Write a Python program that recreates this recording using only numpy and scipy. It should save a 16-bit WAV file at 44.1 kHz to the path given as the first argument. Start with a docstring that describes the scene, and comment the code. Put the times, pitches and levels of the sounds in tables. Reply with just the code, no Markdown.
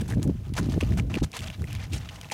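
"""Snow crunches, cracks and scrapes as a plastic sled is dragged over it in the open.
The packed crust crunches in short bursts of tiny snapping crystals, single lumps crack with a
squeak, and the sled's hull scrapes on in between. Swirls of wind rumble and thump on a phone
microphone, over a faint outdoor hiss."""
import sys
import numpy as np
from scipy import signal
from scipy.fft import rfft, irfft, next_fast_len
from scipy.io import wavfile
from scipy.ndimage import uniform_filter1d

SR = 44100
rng = np.random.default_rng(int(sys.argv[2]) if len(sys.argv) > 2 else 0)


def master(y):
    """Save y as 16-bit WAV."""
    cut = np.clip(np.atleast_2d(y).T, -1, 1)
    pcm = np.round(cut * 32767)  # scale
    wavfile.write(sys.argv[1], SR, pcm.astype(np.int16))


N = 102841
T = np.arange(N) / SR

# Tone of the crust: f/Hz, level/dB
CRUST_TONE = [(350, 34), (600, 18), (1180, 9.5), (1420, 8.5), (2640, 4.5), (3700, 2), (5180, -1),
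              (6000, 0.5), (15000, -17)]
# Bursts of crunching: t/s, length/s, then one level/dB for each band in bands_hz
CRUNCHES = [(.008, 0.0076, -50, -68, -64, -45), (0.078, 0.024, -55, -47, -59, -53),
            (0.102, 0.048, -65, -51, -58.5, -59.5), (0.227, 0.017, -85, -47.5, -66, -47),
            (0.538, 0.006, -51, -61, -55, -63), (0.552, 0.015, -64, -53, -49, -59),
            (.565, 0.0083, -50, -41, -49, -52), (0.577, 0.022, -53, -32.5, -42.5, -47),
            (0.611, 0.059, -62.5, -53.5, -56.5, -77), (0.697, 0.037, -61, -59, -52.5, -66),
            (0.804, 0.012, -40.5, -42.5, -48, -56), (0.972, 0.027, -49, -40.5, -51, -52.5),
            (1.098, 0.022, -53.5, -46.5, -56.5, -67), (1.137, 0.025, -50, -47, -56, -57),
            (1.171, 0.016, -47.5, -45.5, -50, -71), (1.198, 0.011, -60, -61, -61, -66),
            (1.228, 0.019, -50, -46.5, -40.5, -50.5), (1.336, 0.045, -46.5, -46, -50, -57.5),
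            (1.366, 0.0048, -55, -49, -59, -43), (1.389, 0.0086, -54, -70, -50, -69),
            (1.417, 0.021, -48, -49, -51.5, -59), (1.47, 0.0078, -49, -77, -47.5, -68),
            (1.526, 0.024, -50.5, -71, -67.5, -76), (1.678, 0.098, -50.5, -80, -70, -69),
            (1.792, 0.063, -52.5, -52, -57.5, -70), (1.92, 0.028, -52.5, -55, -45.5, -61),
            (1.937, 0.045, -52, -60, -49.5, -55), (2.01, 0.024, -54, -55, -64, -67),
            (2.047, 0.012, -50.5, -76, -67, -72), (2.088, 0.0074, -44, -76, -56, -74),
            (2.111, 0.048, -80, -52, -61, -68), (2.156, 0.0076, -54, -55, -50, -75),
            (2.185, 0.005, -71, -52, -59, -81), (2.232, 0.0082, -61, -55, -63, -75),
            (2.315, 0.01, -42, -43, -40.5, -46.5)]
def crunches(attack_s=.001, release_s=.005):
    """The crust gives way in bursts of snapping crystals that start fast, hold and die away."""
    bands_hz = [(2200, 3900), (750, 2200), (3900, 9000), (9000, 17000)]
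    crystals = grains(per_s=9000) * undb(1.5 * np.clip(wander(per_s=250), -2, 2))
    bands = [colour(crystals, CRUST_TONE, *edges) for edges in bands_hz]
    bands = [band * undb(2.2 * wander(per_s=250)) for band in bands]  # each flickers on its own
    out = np.zeros(N)
    for start, length, *levels_db in CRUNCHES:
        rise = np.clip((T - start) / attack_s, 0, 1)
        fade = np.exp(-np.maximum(T - start - length, 0) / release_s)
        out += rise * fade * sum(undb(db) * band for db, band in zip(levels_db, bands))
    return out


# Lumps that break: t/s, ring level/dB, ring f/Hz, click level/dB relative to the ring
CRACKS = [(0.0157, -34.5, 1730, -18), (0.111, -32, 1740, -13), (0.1228, -27.5, 1740, -7),
          (0.1358, -30.5, 1750, -16), (0.229, -26, 6230, 2.5), (0.2765, -44.5, 1360, 8),
          (0.538, -31.5, 4440, 0.5), (0.5861, -21, 1395, -9), (0.6301, -34.5, 4500, -4),
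          (0.643, -35, 4200, -5), (0.6599, -44, 4200, 6), (0.7218, -34.5, 4400, -4),
          (0.7335, -50, 4500, -7), (0.8098, -17.5, 2580, -9.5), (0.834, -27, 2700, -10),
          (0.8474, -50, 2240, 1), (0.9218, -31.5, 2000, -8), (0.9973, -20.5, 2420, -24),
          (1.1417, -17, 2650, -13), (1.154, -22.5, 2500, -10), (1.3175, -32.5, 5200, -2),
          (1.3312, -32, 2600, -2), (1.3675, -29.5, 2740, 3), (1.391, -24, 3380, -8), (1.406, -30, 2920, -4),
          (1.4636, -29, 3160, -8), (1.483, -26, 3300, -16), (1.4716, -34, 2680, 1.5),
          (1.5013, -25.5, 2650, -9), (1.5385, -45, 2880, -2), (1.6197, -38.5, 1330, 2),
          (1.6415, -29.5, 2050, -8.5), (1.6726, -37, 2620, -7), (1.708, -34.5, 2600, -2),
          (1.7195, -45, 2600, -5), (1.7291, -41, 2470, 14), (1.7509, -34.5, 2570, 8.5),
          (1.8397, -32.5, 1980, -5), (1.905, -49, 3020, 6), (1.9335, -30, 2780, 5), (2.0074, -47, 5800, 5),
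          (2.0902, -28, 3100, -14), (2.0988, -41, 2950, -8), (2.1595, -39, 2730, -2),
          (2.2129, -29.5, 2970, 1), (2.2452, -32.5, 2630, -8.5), (2.3006, -29, 2420, -5),
          (2.3134, -22.5, 2150, -8), (2.319, -22, 810, -27)]
def cracks(splinter_s=.0022, splinter_db=-7, click_rise_s=.0003, click_fade_s=.009):
    """A lump snaps with a bright click and a squeak, then splinters again, a little off pitch."""
    out, t = np.zeros(N + 2048), T[:1024]
    bright = signal.butter(2, [1000, 10500], "band", fs=SR, output="sos")
    clicks = signal.sosfilt(bright, rng.standard_normal((64, len(t))))
    clicks *= np.minimum(t / click_rise_s, 1) * 1000. ** (-t / click_fade_s)
    chances = rng.random((64, 2))
    for (start, db, hz, click_db), click, (wait, detune) in zip(CRACKS, clicks, chances):
        since_splinter = np.maximum(t - splinter_s * (1 + wait) / 2, 0)
        splinter = undb(splinter_db) * ring(since_splinter * hz * (.92 + .16 * detune))
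        i = int(start * SR)
        out[i:i + len(t)] += undb(db) * (ring(t * hz) + splinter + undb(click_db) * click)
    return out[:N]


def ring(cycles, rise_cycles=1.3, fade_cycles=13):
    """A broken lump rings briefly: a tone that swells, then drops 60 dB over fade_cycles."""
    fade = 1000. ** (-np.maximum(cycles - rise_cycles, 0) / fade_cycles)
    return np.sin(2 * np.pi * cycles) * np.minimum(cycles / rise_cycles, 1) * fade


# Tone of the sliding hull: f/Hz, level/dB
SCRAPE_TONE = [(240, -10), (400, -7.5), (645, 8.5), (979, 4), (2020, 1.5), (2670, 3), (3640, 1), (4700, -2),
               (6500, -2.5), (8000, -10), (11900, -20), (16000, -52)]
# How loudly the hull scrapes: t/s, level/dB
SCRAPE_LEVELS = [(0.0, -47.5), (0.1, -57), (0.3, -56.5), (0.56, -59), (0.7, -48.5), (0.76, -48.5),
                 (0.93, -48.5), (1.05, -59), (1.15, -54), (1.2, -59.5), (1.3, -58), (1.45, -45),
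                 (1.56, -54), (1.63, -50.5), (1.74, -50.5), (1.86, -57), (2.0, -52.5), (2.33, -51.5)]
def scrape(grit_per_s=55, grit_fade_s=.016):
    """The hull slides over uneven grains; bits of grit tick, and a powdery fizz follows along."""
    when, chance = rng.random((400, 2))[:int(grit_per_s * N / SR)].T
    ticks = np.zeros(N)
    ticks[(when * N).astype(int)] = undb(2 + np.minimum(-3.5 * np.log(chance + 1e-9), 7))
    grit = 1 + signal.lfilter([1], [1, -1000. ** (-1 / (grit_fade_s * SR))], ticks)
    rubbing = grains(per_s=6000) * undb(2 * wander(per_s=60)) * grit
    level_db = curve(SCRAPE_LEVELS, column=1)
    powder = colour(rng.standard_normal(N) * np.sqrt(grit), HISS_TONE, lo_hz=5300)
    powder_db = -64.5 + .82 * (level_db + 55.5)  # rises and falls a little less than the scrape
    return colour(rubbing, SCRAPE_TONE) * undb(level_db) + powder * undb(powder_db)


# Tone of the wind: f/Hz, level/dB
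RUMBLE_TONE = [(20, -60), (33, -10), (64, 4.5), (92, 5), (191, -7.5), (293, -14), (546, -28.5),
               (675, -34.5), (892, -49), (1100, -92)]
# Gusts, before the microphone rounds them off: t/s, low rumble level/dB, upper rumble level/dB
GUSTS = [(0.0, -24.5, -40.5), (0.02, -37, -26), (0.05, -36.5, -43.5), (0.18, -24, -23.5),
         (0.23, -31.5, -31.5), (0.3, -26, -27), (0.37, -33, -48.5), (0.47, -35.5, -47),
         (0.52, -28.5, -42.5), (0.56, -33.5, -50), (0.6, -33, -28.5), (0.76, -26.5, -31.5),
         (0.78, -35, -22), (0.8, -34, -39), (0.84, -24, -30), (0.88, -27, -38), (0.92, -23, -28),
         (1.09, -30.5, -37), (1.17, -40, -21), (1.19, -40, -52), (1.21, -22.5, -46), (1.23, -20.5, -21),
         (1.265, -30, -51), (1.3, -57, -51), (1.36, -56, -45.5), (1.41, -35.5, -44), (1.52, -37, -48),
         (1.54, -50, -50), (1.62, -25, -38), (1.67, -41.5, -46.5), (1.69, -40, -43.5), (1.76, -30.5, -48),
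         (1.89, -40.5, -50.5), (1.94, -29, -38), (2.03, -40, -50), (2.3, -50, -53.5), (2.33, -74, -39)]
def wind(split_hz=159, flutter_db=7, limit=.24):
    """Swirling air rumbles and thumps on the microphone, which rounds off the strongest swings."""
    flutter = undb(flutter_db * wander(per_s=77))
    noise = rng.standard_normal(N)
    low = even_out(colour(noise, RUMBLE_TONE, hi_hz=split_hz))
    upper = even_out(colour(noise * flutter, RUMBLE_TONE, lo_hz=split_hz))
    rumble = low * undb(curve(GUSTS, column=1)) + upper * undb(curve(GUSTS, column=2))
    return limit * np.tanh((rumble + thumps()) / limit)


# Thumps of wind, before the microphone rounds them off: t/s, level/dB, starting f/Hz
THUMPS = [(0.155, -26, 260), (0.17, -6, 196), (0.277, -19, 312), (.295, -7, 294), (0.521, -20, 257),
          (0.609, -14, 211), (0.666, -14, 247), (0.687, -10.5, 270), (0.763, -16.5, 360), (0.775, -15, 203),
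          (0.827, -11.5, 373), (1.163, -16.5, 324), (1.22, -4, 248), (1.608, -16, 152)]
def thumps(fade_cycles=.63, sag=.19):
    """A swirl of air hits the microphone: a very short, low tone whose pitch sags."""
    out = np.zeros(N)
    for start, db, hz in THUMPS:
        cycles = np.maximum(T - start, 0) * hz
        slowing_cycles = np.log(1 + sag * cycles) / sag
        swell = np.minimum(cycles, 1) * np.exp(1 - np.maximum(cycles / fade_cycles, 1))
        out += undb(db) * np.sin(2 * np.pi * slowing_cycles) * swell
    return out


# Tone of the outdoor hiss (the powdery fizz uses its treble too): f/Hz, level/dB
HISS_TONE = [(433, -28), (656, -18), (1250, -15), (6300, -28.5), (14500, -30), (16000, -33.5)]
def hiss(level_db=-69):
    """The open air hisses faintly and steadily."""
    return colour(rng.standard_normal(N), HISS_TONE) * undb(level_db)


def grains(per_s, spread_db=2.5, ring_cycles=8, sizzle_db=-8):
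    """Snow crystals snap at random, each ringing briefly at one of 32 pitches, over a fine sizzle."""
    when, pitch, chance = rng.random((40000, 3))[:int(per_s * N / SR)].T
    sizes = undb(spread_db * np.minimum(-np.log(chance + 1e-9), 3))
    snaps, rings = np.zeros((32, N)), np.zeros(N)
    snaps[(pitch * 32).astype(int), (when * N).astype(int)] = sizes
    for hz, row in zip(np.linspace(22, 125, 32) ** 2, snaps):
        decay, angle = np.exp(-2 * hz / SR / ring_cycles), 2 * np.pi * hz / SR
        feedback = [1, -2 * decay * np.cos(angle), decay ** 2]  # makes each snap ring
        rings += np.sqrt(hz) * signal.lfilter([0, decay * np.sin(angle)], feedback, row)
    return rings / rings.std() + undb(sizzle_db) * rng.standard_normal(N)


def even_out(x, window_s=.025, evenness=.6):
    """Flatten chance swells, so that the swirls of wind come in similar sizes."""
    power = uniform_filter1d(x ** 2, int(window_s * SR))
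    y = x / (power + .039) ** (evenness / 2)
    return y / y.std()


def colour(x, tone, lo_hz=0, hi_hz=SR):
    """Shape a sound with a tone table, soften it outside the band and scale it to strength 1."""
    size = next_fast_len(N)
    f = np.arange(size // 2 + 1) * SR / size
    hz, db = np.array(tone).T
    gain = undb(np.interp(np.log(f + 1), np.log(hz), db, left=-80))
    band_cut = np.sqrt((1 + (lo_hz / (f + 1)) ** 8) * (1 + (f / hi_hz) ** 8))
    y = irfft(rfft(x, size) * gain / band_cut, size)[:N]
    return y / y.std()


def wander(per_s):
    """Glide between random values, per_s of them a second, with a typical size of 1."""
    hold = int(SR / per_s)
    steps = np.repeat(rng.standard_normal(N // 20), hold)[:N]
    smooth = uniform_filter1d(uniform_filter1d(steps, hold), hold)
    return smooth / smooth.std()


def curve(table, column):
    """Join a column's values with straight lines over time."""
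    points = np.array(table)
    return np.interp(T, points[:, 0], points[:, column])


def undb(db):
    """Turn decibels into a number to multiply by."""
    return 10 ** (np.asarray(db) / 20)


def scene():
    """Sled, wind and hiss add up in one channel."""
    return (crunches() + cracks() + scrape() + wind() + hiss())[None]


def record(dry, top_hz=15950):
    """The phone dulls the highest treble and cuts off the very top."""
    dull = signal.sosfilt(signal.butter(1, 16000, fs=SR, output="sos"), dry)
    return signal.sosfilt(signal.ellip(10, .2, 70, top_hz, fs=SR, output="sos"), dull)


dry = scene()
out = record(dry)
master(out)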